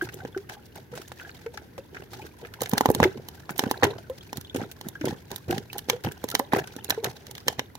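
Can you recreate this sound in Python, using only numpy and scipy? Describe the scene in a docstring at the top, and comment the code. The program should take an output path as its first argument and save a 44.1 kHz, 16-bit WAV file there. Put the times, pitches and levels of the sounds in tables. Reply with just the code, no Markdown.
"""Water is poured from a big plastic bottle into a half-full clay bowl, outdoors and close by.
It dribbles at first, each slap a patter of droplets and each trapped air pocket a damped ringing tone.
Then it comes in gulps: the thin wall buckles with cracks, and wall and plunging water thump low.
Each gulp stirs swarms of tiny bubbles into slosh, froth and spray, and leaves an afterwash.
The bowl's resonances colour the blows; a faint yard tail and outdoor air lie behind throughout."""
import sys
import numpy as np
from scipy import signal
from scipy.fft import rfft, irfft, next_fast_len
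from scipy.io import wavfile
from scipy.ndimage import uniform_filter1d, map_coordinates

SR = 44100
rng = np.random.default_rng(int(sys.argv[2]) if len(sys.argv) > 2 else 0)


def master(y):
    """Save y as 16-bit WAV."""
    cut = np.clip(np.atleast_2d(y).T, -1, 1)
    pcm = np.round(cut * 32767)  # scale
    wavfile.write(sys.argv[1], SR, pcm.astype(np.int16))


N = 343098
BURST_TIME = np.arange(SR // 4) / SR  # s

# All levels in the tables are relative.
# Spectrum of the outdoor air: f/Hz, level/dB
AIR_SPECTRUM = [(12, -42), (20, -33), (77, 4), (127, 2.5), (198, -3), (434, -6), (660, -18), (849, -17),
                (1190, -25.5), (1610, -18), (2530, -26.5), (6180, -34), (8180, -41), (12400, -29.5),
                (16000, -34)]
# Left-right likeness of the outdoor air: f/Hz, likeness (0 to 1)
AIR_LIKENESS = [(30, 0.61), (120, 1), (400, 0.32), (1500, 0.15), (4000, 0.02)]
# Decay of the yard's tail: f/Hz, t60/s
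YARD_DECAY = [(150, 0.33), (1500, 0.27), (12000, 0.18)]
# Spectrum of the churning water: f/Hz, level/dB
WATER_SPECTRUM = [(47, -22), (80, 6), (130, 3.5), (170, -4), (296, -7.5), (378, 3), (563, -7.5), (820, -6),
                  (1170, -21.5), (1560, -13), (2330, -22.5), (3470, -24.5), (6310, -27), (8050, -35),
                  (16000, -32)]
# The water between gulps never quite settles: t/s, level/dB
TRICKLE_LEVEL = [(0.0, -46.5), (0.37, -58.5), (0.69, -72.5), (1.41, -52.5), (1.62, -71), (2.51, -54.5),
                 (2.79, -42), (2.88, -38), (3.07, -52), (3.44, -53), (3.73, -37.5), (4.14, -57.5),
                 (4.53, -56.5), (5.48, -63), (6.52, -48.5), (6.61, -66), (6.76, -44.5), (7.78, -65)]
# Dribbles and gulps that churn the bowl: t/s (full level reached), hold/s, level/dB, frothiness/dB
GULP_EVENTS = [(0.037, 0.051, -41, -5.5), (0.124, 0.15, -42.5, -9.5), (0.496, 0.0067, -42.5, 9),
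               (0.752, 0.037, -48.5, 1.5), (0.92, 0.084, -43.5, -1), (1.19, 0.072, -56, 9),
               (1.545, 0.083, -50.5, 1), (1.781, 0.0097, -45, -12), (1.928, 0.099, -45.5, -3.5),
               (2.123, 0.15, -44.5, -4.5), (2.408, .05, -47, 0), (2.615, 0.0078, -31, 2),
               (2.729, 0.038, -36, 1), (2.887, 0.013, -25, -18), (2.963, 0.1, -30.5, -10.5),
               (3.02, 0.024, -20.5, -4), (3.158, 0.035, -36, -20), (3.499, 0.0083, -37, 3.5),
               (3.586, 0.1, -37, -3.5), (3.828, .025, -21, -0.5), (3.904, 0.066, -38.5, -9),
               (4.359, 0.022, -42.5, -2.5), (4.548, 0.088, -33, -8), (4.843, 0.023, -41, -0.5),
               (5.042, 0.072, -29.5, -3), (5.311, .02, -40.5, 1.5), (5.486, 0.084, -28.5, -6.5),
               (5.747, 0.017, -39, -1.5), (5.907, 0.039, -39.5, -1.5), (6.045, 0.036, -28.5, -4.5),
               (6.285, 0.093, -46, 2), (6.527, 0.062, -25.5, -1.5), (6.892, .03, -38.5, 5),
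               (7.043, 0.043, -33.5, 2), (7.266, 0.092, -49, -5.5), (7.475, 0.026, -39, 2),
               (7.588, 0.0077, -34, -13)]
# Bubble swarms: rate/(grains per s), lowest f/Hz, highest f/Hz, typical t60/cycles,
# fractional pitch rise over t60, size scatter/dB
SLOSH_SWARM = (200, 110, 650, 5.5, .15, 3.5)
FROTH_SWARM = (900, 650, 3500, 7, .1, 4.5)
SPRAY_SWARM = (1800, 3000, 16000, 9, .1, 5)
CHIRP_SWARM = (260, 600, 4200, 30, .25, 3.5)
DROPLET_SWARM = (3500, 1100, 16000, 9, .15, 4)
PLINK_SWARM = (70, 900, 4500, 45, .2, 4)  # drops falling back between gulps
# Single ringing bubbles: t/s, initial f/Hz, level/dB
BUBBLE_EVENTS = [(.0125, 1550, -22.5), (.0215, 345, -25), (.203, 1484, -39), (.219, 737, -39),
                 (.347, 1475, -34), (.3635, 372, -23), (.568, 794, -42), (.927, 471, -32),
                 (1.214, 1460, -38.5), (1.249, 1610, -37), (1.4615, 446, -26.5), (1.574, 820, -42),
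                 (1.7795, 519, -31.5), (2.195, 835, -37.5), (2.218, 2420, -41.5), (2.429, 456, -36),
                 (3.052, 360.7, -14.5), (3.757, 915, -43), (3.868, 395, -17.5), (3.906, 436, -29),
                 (4.098, 503, -24), (4.209, 3270, -41.5), (4.448, 3370, -40.5), (4.497, 3380, -36.5),
                 (4.604, 772, -33), (4.954, 1570, -34.5), (5.01, 299, -29.5), (5.495, 345, -22.5),
                 (5.524, 740, -24), (5.7, 2510, -38), (5.754, 793, -31.5), (5.931, 466, -22.5),
                 (6.322, 1340, -37), (6.408, 535, -30), (6.976, 436, -23), (7.028, 417, -31),
                 (7.068, 707, -34)]
# Water slaps the surface: t/s, level/dB, brightness/dB
SPLAT_EVENTS = [(.0215, -46.5, 5), (.04, -52, 7), (.0886, -44, -10), (.1404, -47, 8), (.2495, -49, -9.5),
                (.3756, -44, -6), (.4958, -40, -6), (.7559, -48.5, 3), (.9528, -45, 0), (.9752, -43, -4),
                (1.0159, -43.5, -3), (1.0783, -47.5, 2.5), (1.1177, -44, -4), (1.197, -49, -12),
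                (1.293, -50, -13), (1.391, -56, -5), (1.4617, -48, -10), (1.5737, -40, -9),
                (1.7797, -46.5, -6), (1.946, -48, -12), (1.9685, -51.5, -18), (2.1332, -42.5, -4.5),
                (2.2664, -49.5, -1), (2.4488, -52, -16), (2.4695, -51, -3), (2.5383, -42, -5),
                (3.0288, -24.5, -11), (3.0384, -24, -8.5), (3.4931, -42, -11), (3.5056, -46.5, 8),
                (3.6372, -43.5, -15), (3.8323, -22, -9.5), (3.8405, -22, -4.5), (4.0978, -47, 0),
                (4.545, -39, -2.5), (4.5607, -35, -0.5), (4.6136, -46, -11.5), (4.7141, -41.5, 2),
                (5.0113, -41.5, -9), (5.0535, -33, -1), (5.509, -31, -2.5), (5.5253, -38.5, -9),
                (5.8865, -40, -1), (6.0378, -38, -3), (6.047, -35.5, -4), (6.1189, -42, 1.5),
                (6.5478, -38, -13), (6.5605, -47, -16), (6.6734, -41, -3), (7.0649, -50, -12),
                (7.4661, -59, 1)]
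# Low thumps, from plunging water or the bottle wall: t/s, initial f/Hz, level/dB
LOW_THUMP_EVENTS = [(0.2502, 360, -25.5), (0.976, 636, -34.5), (1.118, 710, -35.5), (1.7795, 530, -32.5),
                    (2.1329, 780, -41.5), (2.6197, 478, -21), (2.732, 202, -13), (2.8893, 510, -17.5),
                    (2.9022, 380, -9), (2.9488, 242, -24), (3.0021, 235, -11), (3.029, 510, -12),
                    (3.174, 235, -36), (3.4931, 950, -29.5), (3.5053, 153, -29), (3.6363, 266, -23),
                    (3.666, 219, -20.5), (3.8253, 840, -19), (3.8325, 437, -12), (3.839, 830, -15),
                    (4.3787, 149, -27.5), (4.5476, 270, -23), (4.5592, 336, -21), (4.6162, 293, -25.5),
                    (4.8663, 178, -27), (5.0437, 300, -19.5), (5.0733, 376, -20.5), (5.125, 226, -26.5),
                    (5.3158, 169, -31.5), (5.5004, 346, -25), (5.528, 350, -23), (5.5805, 189, -25),
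                    (5.8859, 367, -27.5), (5.9001, 424, -25), (6.048, 600, -26), (6.0693, 290, -25.5),
                    (6.2416, 342, -20.5), (6.3417, 390, -26.5), (6.5337, 282, -21), (6.5632, 496, -19),
                    (6.7639, 314, -30.5), (7.053, 625, -25), (7.467, 335, -33), (7.4832, 446, -23.5),
                    (7.5932, 410, -34)]
# The bottle wall buckles: t/s, crack level/dB, brightness/dB, knock level/dB
CRACK_EVENTS = [(2.606, -41.5, 0, -47), (2.6173, -34, 10, -41), (2.6327, -40, 9, -51),
                (2.6581, -40, -2.5, -45), (2.694, -48, 19, -43), (2.7137, -41, 3, -50),
                (2.7342, -35, 4, -21), (2.779, -24.5, 1.5, -23), (2.8084, -32.5, 5.5, -11.5),
                (2.8573, -31.5, 2.5, -9.5), (2.888, -48, 7, -45), (2.901, -42, 14, -41),
                (2.914, -52, 19.5, -59), (2.948, -30, 5, -27), (3.0011, -38, 3, -12),
                (3.2855, -43, 5.5, -40.5), (3.579, -45, 16, -58), (3.5926, -24, 2, -19.5),
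                (3.6369, -44, 3, -25), (3.7118, -31, 6, -16.5), (4.3292, -42, 1, -28.5),
                (4.3706, -40.5, 7, -57), (4.411, -47, 7, -66), (4.811, -43, 2.5, -37.5),
                (4.8857, -43, 11, -46), (5.3144, -40.5, 4, -34.5), (5.36, -39, 6.5, -44),
                (5.58, -38, -2, -48), (5.7297, -41.5, 5, -39), (5.7813, -39.5, 10.5, -54),
                (5.7892, -40, 1.5, -59), (5.898, -22.5, -0.5, -20), (6.2399, -41.5, 9, -27),
                (6.287, -38, 1.5, -58), (6.301, -40.5, 6.5, -54), (6.3133, -38, 5, -54),
                (6.3505, -22, 0, -22), (6.393, -36.5, 10, -31), (6.397, -41.5, -3, -16),
                (6.534, -39.5, 5.5, -12.5), (6.7636, -46, 4, -44), (6.844, -41.5, 9, -47),
                (6.897, -38, 12, -39), (6.904, -23, 0, -25), (7.0433, -28.5, 2.5, -35),
                (7.267, -47, 1, -61), (7.311, -45, 7, -48), (7.3513, -44.5, 0, -62), (7.3792, -45, -1, -49),
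                (7.4811, -22.5, -1.5, -23), (7.593, -31.5, -4.5, -25.5), (7.7527, -47, 4, -39.5)]
# Treble bands of a hit: lower f/Hz, upper f/Hz
TREBLE_BANDS = [(1200, 2600), (2600, 7500), (7500, 16000)]
# Level of each treble band, low to high: level/dB
SPLAT_BAND_LEVELS = [-2, 0.5, 0.5]
CRACK_BAND_LEVELS = [-1.5, 2.06, -2.5]
# Resonances of the plastic shell: f/Hz, width/Hz, level/dB
SHELL_MODES = [(1760, 160, -17), (2920, 450, -4.5), (4150, 650, 1), (5240, 61, 1.5), (5750, 960, -5.5),
               (7250, 400, -2), (9800, 4800, -14), (12400, 380, 0.5), (14800, 810, -6)]
# Resonances of the air in the bowl: f/Hz, width/Hz, level/dB
BOWL_MODES = [(149, 27, -33), (270, 94, 1), (407, 9.6, -26), (427, 28, 8), (928, 580, 1.5), (1013, 76, 4.5),
              (1560, 100, -6.5), (1745, 160, 0.5), (4230, 330, -14)]
# The bottle lies to the right, so its treble is shaded on the left: f/Hz, left level/dB
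LEFT_SHADE = [(300, -46), (2000, 5), (4000, -5), (8000, -5.5), (15000, -11)]

GULP_ATTACK_S, GULP_T60_S = 0.0074, 0.12
AFTERWASH_DB, AFTERWASH_T60_S = -17, 0.45
FROTH_DB, SPRAY_DB = -9.5, -28.5  # where the foam level stands at 0 dB
PLINK_DB = -31.5  # where the trickle stands at 0 dB
SPRAY_GROWTH, PLINK_GROWTH = 0.6, 0.5  # dB of spray per dB of foam, dB of plinks per dB of trickle
EBB_DB, EBB_RATE = 2, 7  # the spray also ebbs slowly: depth, random knots per second
BUBBLE_T60_S, BUBBLE_REF_HZ, BUBBLE_SHORTENING = 0.1, 398, 0.43  # higher bubbles die sooner
BUBBLE_OVERTONE_DB = -16.5  # a bubble that is not quite round also sounds its octave
LOW_KNOCK_RATIO, LOW_KNOCK_DB = 2.09, -10.5  # pitch and level of a low thump's knock against its push
WALL_KNOCK_HZ, WALL_PUSH_HZ, WALL_PUSH_DB = 862, 295, -6.5  # push level against the knock
KNOCK_OVERTONE_RATIO, KNOCK_OVERTONE_DB = 2.15, -11  # the knock's next mode
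FAINT_LEAD_S, FAINT_DB = 0.006, -21  # a faint, like burst sounds 6 ms before each crack
TOP_HZ = 16000


def amp(db):
    """Logarithmic level: decibels to amplitude ratio."""
    return 10 ** (np.asarray(db) / 20)


def unit(x):
    """Normalisation by power: x at rms 1."""
    return x / np.sqrt(np.mean(x ** 2) + 1e-20)


def blow(x):
    """Normalisation by energy: that of a hundredth of a second at rms 1."""
    return x / np.sqrt(np.sum(x ** 2) * 100 / SR + 1e-20)


def along(points, hz):
    """Logarithmic frequency scale: interpolate (f, value) points along it."""
    f, values = np.transpose(points)
    return np.interp(np.log(hz + 1), np.log(f + 1), values)


def wobble(rate):
    """Slow random fluctuation: a smooth curve through rate random knots per second."""
    knots = rng.standard_normal(int(N * rate / SR) + 4)
    return map_coordinates(knots, [np.arange(N) * rate / SR])


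def filtered(x, response):
    """Linear filtering: multiply the spectrum by a complex response of frequency."""
    n = x.shape[-1]
    padded = next_fast_len(n + 4096)
    spectrum = rfft(x, padded) * response(np.fft.rfftfreq(padded, 1 / SR))
    return irfft(spectrum, padded)[..., :n]


def band(x, lo, hi, order=3):
    """Causal band-pass filtering."""
    sos = signal.butter(order, [lo, min(hi, SR / 2 - 100)], "band", fs=SR, output="sos")
    return signal.sosfilt(sos, x)


def resonate(x, modes):
    """Modal superposition: parallel second-order resonances of alternating sign."""
    def response(f):
        total = 0
        for k, (centre, width, db) in enumerate(modes):
            damping = 1j * f * width
            total = total + (-1) ** k * amp(db) * damping / (centre ** 2 - f ** 2 + damping)
        return total
    return filtered(x, response)


def add(track, s, x):
    """Superposition: mix x into the track at time s."""
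    i = max(round(s * SR), 0)
    track[..., i:i + x.shape[-1]] += x[..., :max(N - i, 0)]


def place(pair, lag):
    """Interchannel time difference: the left channel trails the right by lag samples."""
    sides = np.array([[-1], [1]])
    return filtered(pair, lambda f: np.exp(1j * np.pi * f / SR * lag * sides))


def spread(noises, alike):
    """Interchannel coherence: two unrelated signals become a left and a right of the given likeness."""
    turn = np.arccos(np.clip(alike, 0, 1)) / 2
    mid, side = np.cos(turn) * noises[0], np.sin(turn) * noises[1]
    return np.array([mid + side, mid - side])


def ring(t, hz, t60, rise, attack):
    """Damped oscillation: a tone swells and decays exponentially while its pitch glides by rise over t60."""
    tone = np.sin(2 * np.pi * hz * t * (1 + rise * t / t60 / 2))
    return tone * amp(-60 * t / t60) * (1 - np.exp(-t / attack))


def strike(table, bursts, band_levels):
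    """Spectral tilt: one stereo burst per row, brightness tilting three treble bands about the middle one."""
    out = np.zeros((2, N))
    for k, (lo, hi) in enumerate(TREBLE_BANDS):
        part = band(bursts, lo, hi)
        for i, (s, db, bright_db, *_) in enumerate(table):
            add(out, s, amp(db + band_levels[k] + (k - 1) * bright_db) * blow(part[:, i]))
    return out


def air():
    """Shaped random noise: distant outdoor rumble and a thin hiss, less alike left and right in the treble."""
    noise = rng.standard_normal((2, N))

    def response(f):
        turn = np.arccos(np.clip(along(AIR_LIKENESS, f), 0, 1)) / 2
        return amp(along(AIR_SPECTRUM, f)) * [np.cos(turn), np.sin(turn)]
    mid, side = filtered(noise, response)
    return amp(-50 + 0.53 * wobble(12)) * unit(np.array([mid + side, mid - side]))


def yard(x):
    """Diffuse reverberation: ground and low walls return a short tail that decays by frequency."""
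    hz, t, noise = signal.stft(rng.standard_normal((2, SR // 3)), SR, nperseg=256)
    decay = amp(-60 * t / along(YARD_DECAY, hz)[:, None])
    tail = signal.istft(noise * decay, SR, nperseg=256)[1]
    return signal.fftconvolve(x, tail / np.linalg.norm(tail[0]), axes=1)[:, :N]


def flow():
    """Addition of powers: trickle, water and foam in dB; gulps swell, hold, die and leave an afterwash."""
    t = np.arange(N) / SR
    trickle_db = np.interp(t, *np.transpose(TRICKLE_LEVEL)) - 3
    water, foam = amp(trickle_db) ** 2, amp(trickle_db) ** 2
    age = t[:SR]
    for s, hold, db, frothy_db in GULP_EVENTS:
        after = np.maximum(age - GULP_ATTACK_S - hold, 0)
        release = amp(-60 * after / GULP_T60_S) + amp(AFTERWASH_DB - 60 * after / AFTERWASH_T60_S)
        power = (amp(db - 0.5) * np.minimum(age / GULP_ATTACK_S, 1) * release) ** 2
        add(water, s - GULP_ATTACK_S, power)
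        add(foam, s - GULP_ATTACK_S, power * amp(frothy_db) ** 2)
    return trickle_db, 10 * np.log10(water), 10 * np.log10(foam)


def cloud(swarm, hiss, size):
    """Incoherent summation: small bubbles scattered over the surface, on a little noise, at even strength."""
    rate, lo_hz, hi_hz, cycles, rise, scatter_db = swarm
    when, pitch, life, strength, side, path, swing = rng.random((7, int(rate * N / SR), 1))
    hz = lo_hz * (hi_hz / lo_hz) ** pitch
    k = np.arange(size)  # samples of one grain
    t60 = cycles * (.5 + life) / hz
    grains = ring(k / SR, hz, t60, rise, t60 / 20) * (1 - k / size)
    grains *= amp(-scatter_db * np.log(.03 + strength)) * hz / lo_hz
    grains *= np.sign(swing - .5)  # random polarity
    pair = []
    for sign in (1, -1):
        start = (when * N + (1 + sign * (2 * path - 1)) * 8).astype(int)
        panned = grains * amp(sign * 4.2 * (side - 0.63))
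        pair.append(np.bincount((start + k).ravel(), panned.ravel(), N)[:N])
    pair = unit(np.array(pair)) + hiss * unit(spread(rng.standard_normal((2, N)), 0.12))
    pair = band(pair, 0.73 * lo_hz, 1.1 * hi_hz, order=2)
    pair = filtered(pair, lambda f: amp(along(WATER_SPECTRUM, f)))
    # divide by the rms over a twentieth of a second
    power = np.abs(uniform_filter1d(np.mean(pair ** 2, 0), SR // 20))
    return pair / np.sqrt(power + 1e-20)


def churn():
    """Amplitude modulation by the flow: slosh, froth and spray in quick clusters; chirps and stray plinks."""
    trickle_db, water_db, foam_db = flow()
    clusters_db = 5 * wobble(130)
    swells_db = 3 * wobble(35) + EBB_DB * wobble(EBB_RATE)
    slosh = amp(water_db - 3) * cloud(SLOSH_SWARM, hiss=0.13, size=1900)
    fizz = amp(-0.5) * cloud(FROTH_SWARM, hiss=0.13, size=400)
    chirps = amp(1.5) * cloud(CHIRP_SWARM, hiss=0, size=1800)
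    froth = amp(foam_db + FROTH_DB + clusters_db) * (fizz + chirps)
    spray_db = SPRAY_GROWTH * foam_db + SPRAY_DB + clusters_db + swells_db
    spray = amp(spray_db) * cloud(SPRAY_SWARM, hiss=0.95, size=170)
    plink_db = PLINK_GROWTH * trickle_db + PLINK_DB + 2.5 * wobble(36)
    plinks = amp(plink_db) * cloud(PLINK_SWARM, hiss=0.052, size=2000)
    return slosh + froth + spray + plinks


def bubbles():
    """Volume pulsation: pinched-off air pockets ring unsteadily; the smaller ones waver most."""
    out = np.zeros(N)
    for s, hz, db in BUBBLE_EVENTS:
        t60 = BUBBLE_T60_S * (BUBBLE_REF_HZ / hz) ** BUBBLE_SHORTENING
        waver = unit(band(rng.standard_normal(len(BURST_TIME)), 30, 330))
        t = BURST_TIME + 3e-5 * waver
        note = ring(t, hz, t60, rise=.2, attack=.9 / hz)
        octave = ring(t, 2 * hz, t60 / 2, rise=.1, attack=.45 / hz)
        add(out, s, amp(db + 4) * (note + amp(BUBBLE_OVERTONE_DB) * octave))
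    out *= amp(1.5 * wobble(140))
    return place(np.array([out, out]), lag=4.7)


def splats(t60=0.034, wash_db=-17, wash_t60=0.069):
    """Two-stage decay: each slap is a quick, uneven patter of ringing droplets with a frothy wash."""
    t = BURST_TIME[:SR // 8]
    count = len(SPLAT_EVENTS)
    droplets = cloud(DROPLET_SWARM, hiss=0.48, size=350)[:, :count * len(t)]
    droplets = droplets.reshape(2, count, len(t))
    patter = unit(uniform_filter1d(rng.standard_normal((count, len(t))), size=45, axis=1))
    fade = amp(-60 * t / t60) + amp(wash_db - 60 * t / wash_t60)
    bursts = droplets * amp(1.5 * patter) * fade
    return place(strike(SPLAT_EVENTS, bursts, SPLAT_BAND_LEVELS), lag=-1.3)


def thump(knock_hz, knock_db, push_hz, push_db):
    """Heavily damped modes: a knock and its overtone ride on a slower push of air and water."""
    upper_hz = KNOCK_OVERTONE_RATIO * knock_hz
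    # each t60 is a number of cycles over the pitch
    knock = blow(ring(BURST_TIME, knock_hz, 7 / knock_hz, 0.19, 0.5 / knock_hz))
    overtone = blow(ring(BURST_TIME, upper_hz, 15 / upper_hz, 0, 1 / upper_hz))
    push = blow(ring(BURST_TIME, push_hz, 3.66 / push_hz, -0.062, 0.5 / push_hz))
    return amp(knock_db - 6.5) * (knock + amp(KNOCK_OVERTONE_DB) * overtone) - amp(push_db - 6) * push


def thumps():
    """Impulsive excitation: each crack thumps at one wall pitch, the other thumps each at their own pitch."""
    out = np.zeros(N)
    for s, _, _, db in CRACK_EVENTS:
        add(out, s, thump(WALL_KNOCK_HZ, db, WALL_PUSH_HZ, db + WALL_PUSH_DB))
    for s, hz, db in LOW_THUMP_EVENTS:
        add(out, s, thump(hz * LOW_KNOCK_RATIO, db + LOW_KNOCK_DB, hz, db))
    # so small a source radiates no deep bass
    return place(band(out, 78, 4600, order=2) * amp([[-1.5], [1.2]]), lag=7.4)


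def bottle(snap_t60=0.017, tail_t60=0.018, tail_db=-24, attack=0.00039):
    """Modal excitation: each crack of the buckling wall is a short noise burst through the shell's modes."""
    t = BURST_TIME[:SR // 12]
    decay = amp(-60 * t / snap_t60) + amp(tail_db - 60 * t / tail_t60)
    shape = decay * (1 - np.exp(-t / attack))
    cracks = list(CRACK_EVENTS)
    for s, db, bright_db, _ in CRACK_EVENTS:
        cracks.append((s - FAINT_LEAD_S, db + FAINT_DB, bright_db))
    noises = rng.standard_normal((len(cracks), 2, len(t))).swapaxes(0, 1)
    bursts = spread(noises, 0.36) * shape
    pair = strike(cracks, resonate(bursts, SHELL_MODES) + 0.16 * bursts, CRACK_BAND_LEVELS)
    pair = filtered(pair, lambda f: amp([along(LEFT_SHADE, f), 0 * f]))
    return amp(4.5) * place(pair, lag=7.28)


def scene():
    """Cavity resonance: blows ring on in the bowl's hollow, left of the bottle; all spreads into the yard."""
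    blows = bottle() + splats() + thumps()
    delayed = np.pad(resonate(blows, BOWL_MODES), ((0, 0), (SR // 400, 0)))[:, :N]
    hollow = place(delayed, lag=-14.5)
    near = blows + amp(-8) * hollow + bubbles() + churn()
    return near + amp(-19.5) * yard(near) + air()


def record(dry):
    """Soft saturation and band limiting: the highest peaks are rounded, then a steep low-pass follows."""
    held = dry / (1 + np.abs(dry) ** 6) ** (1 / 6)
    return filtered(held, lambda f: 1 / (1 + (f / TOP_HZ) ** 120))


dry = scene()
out = record(dry)
master(out)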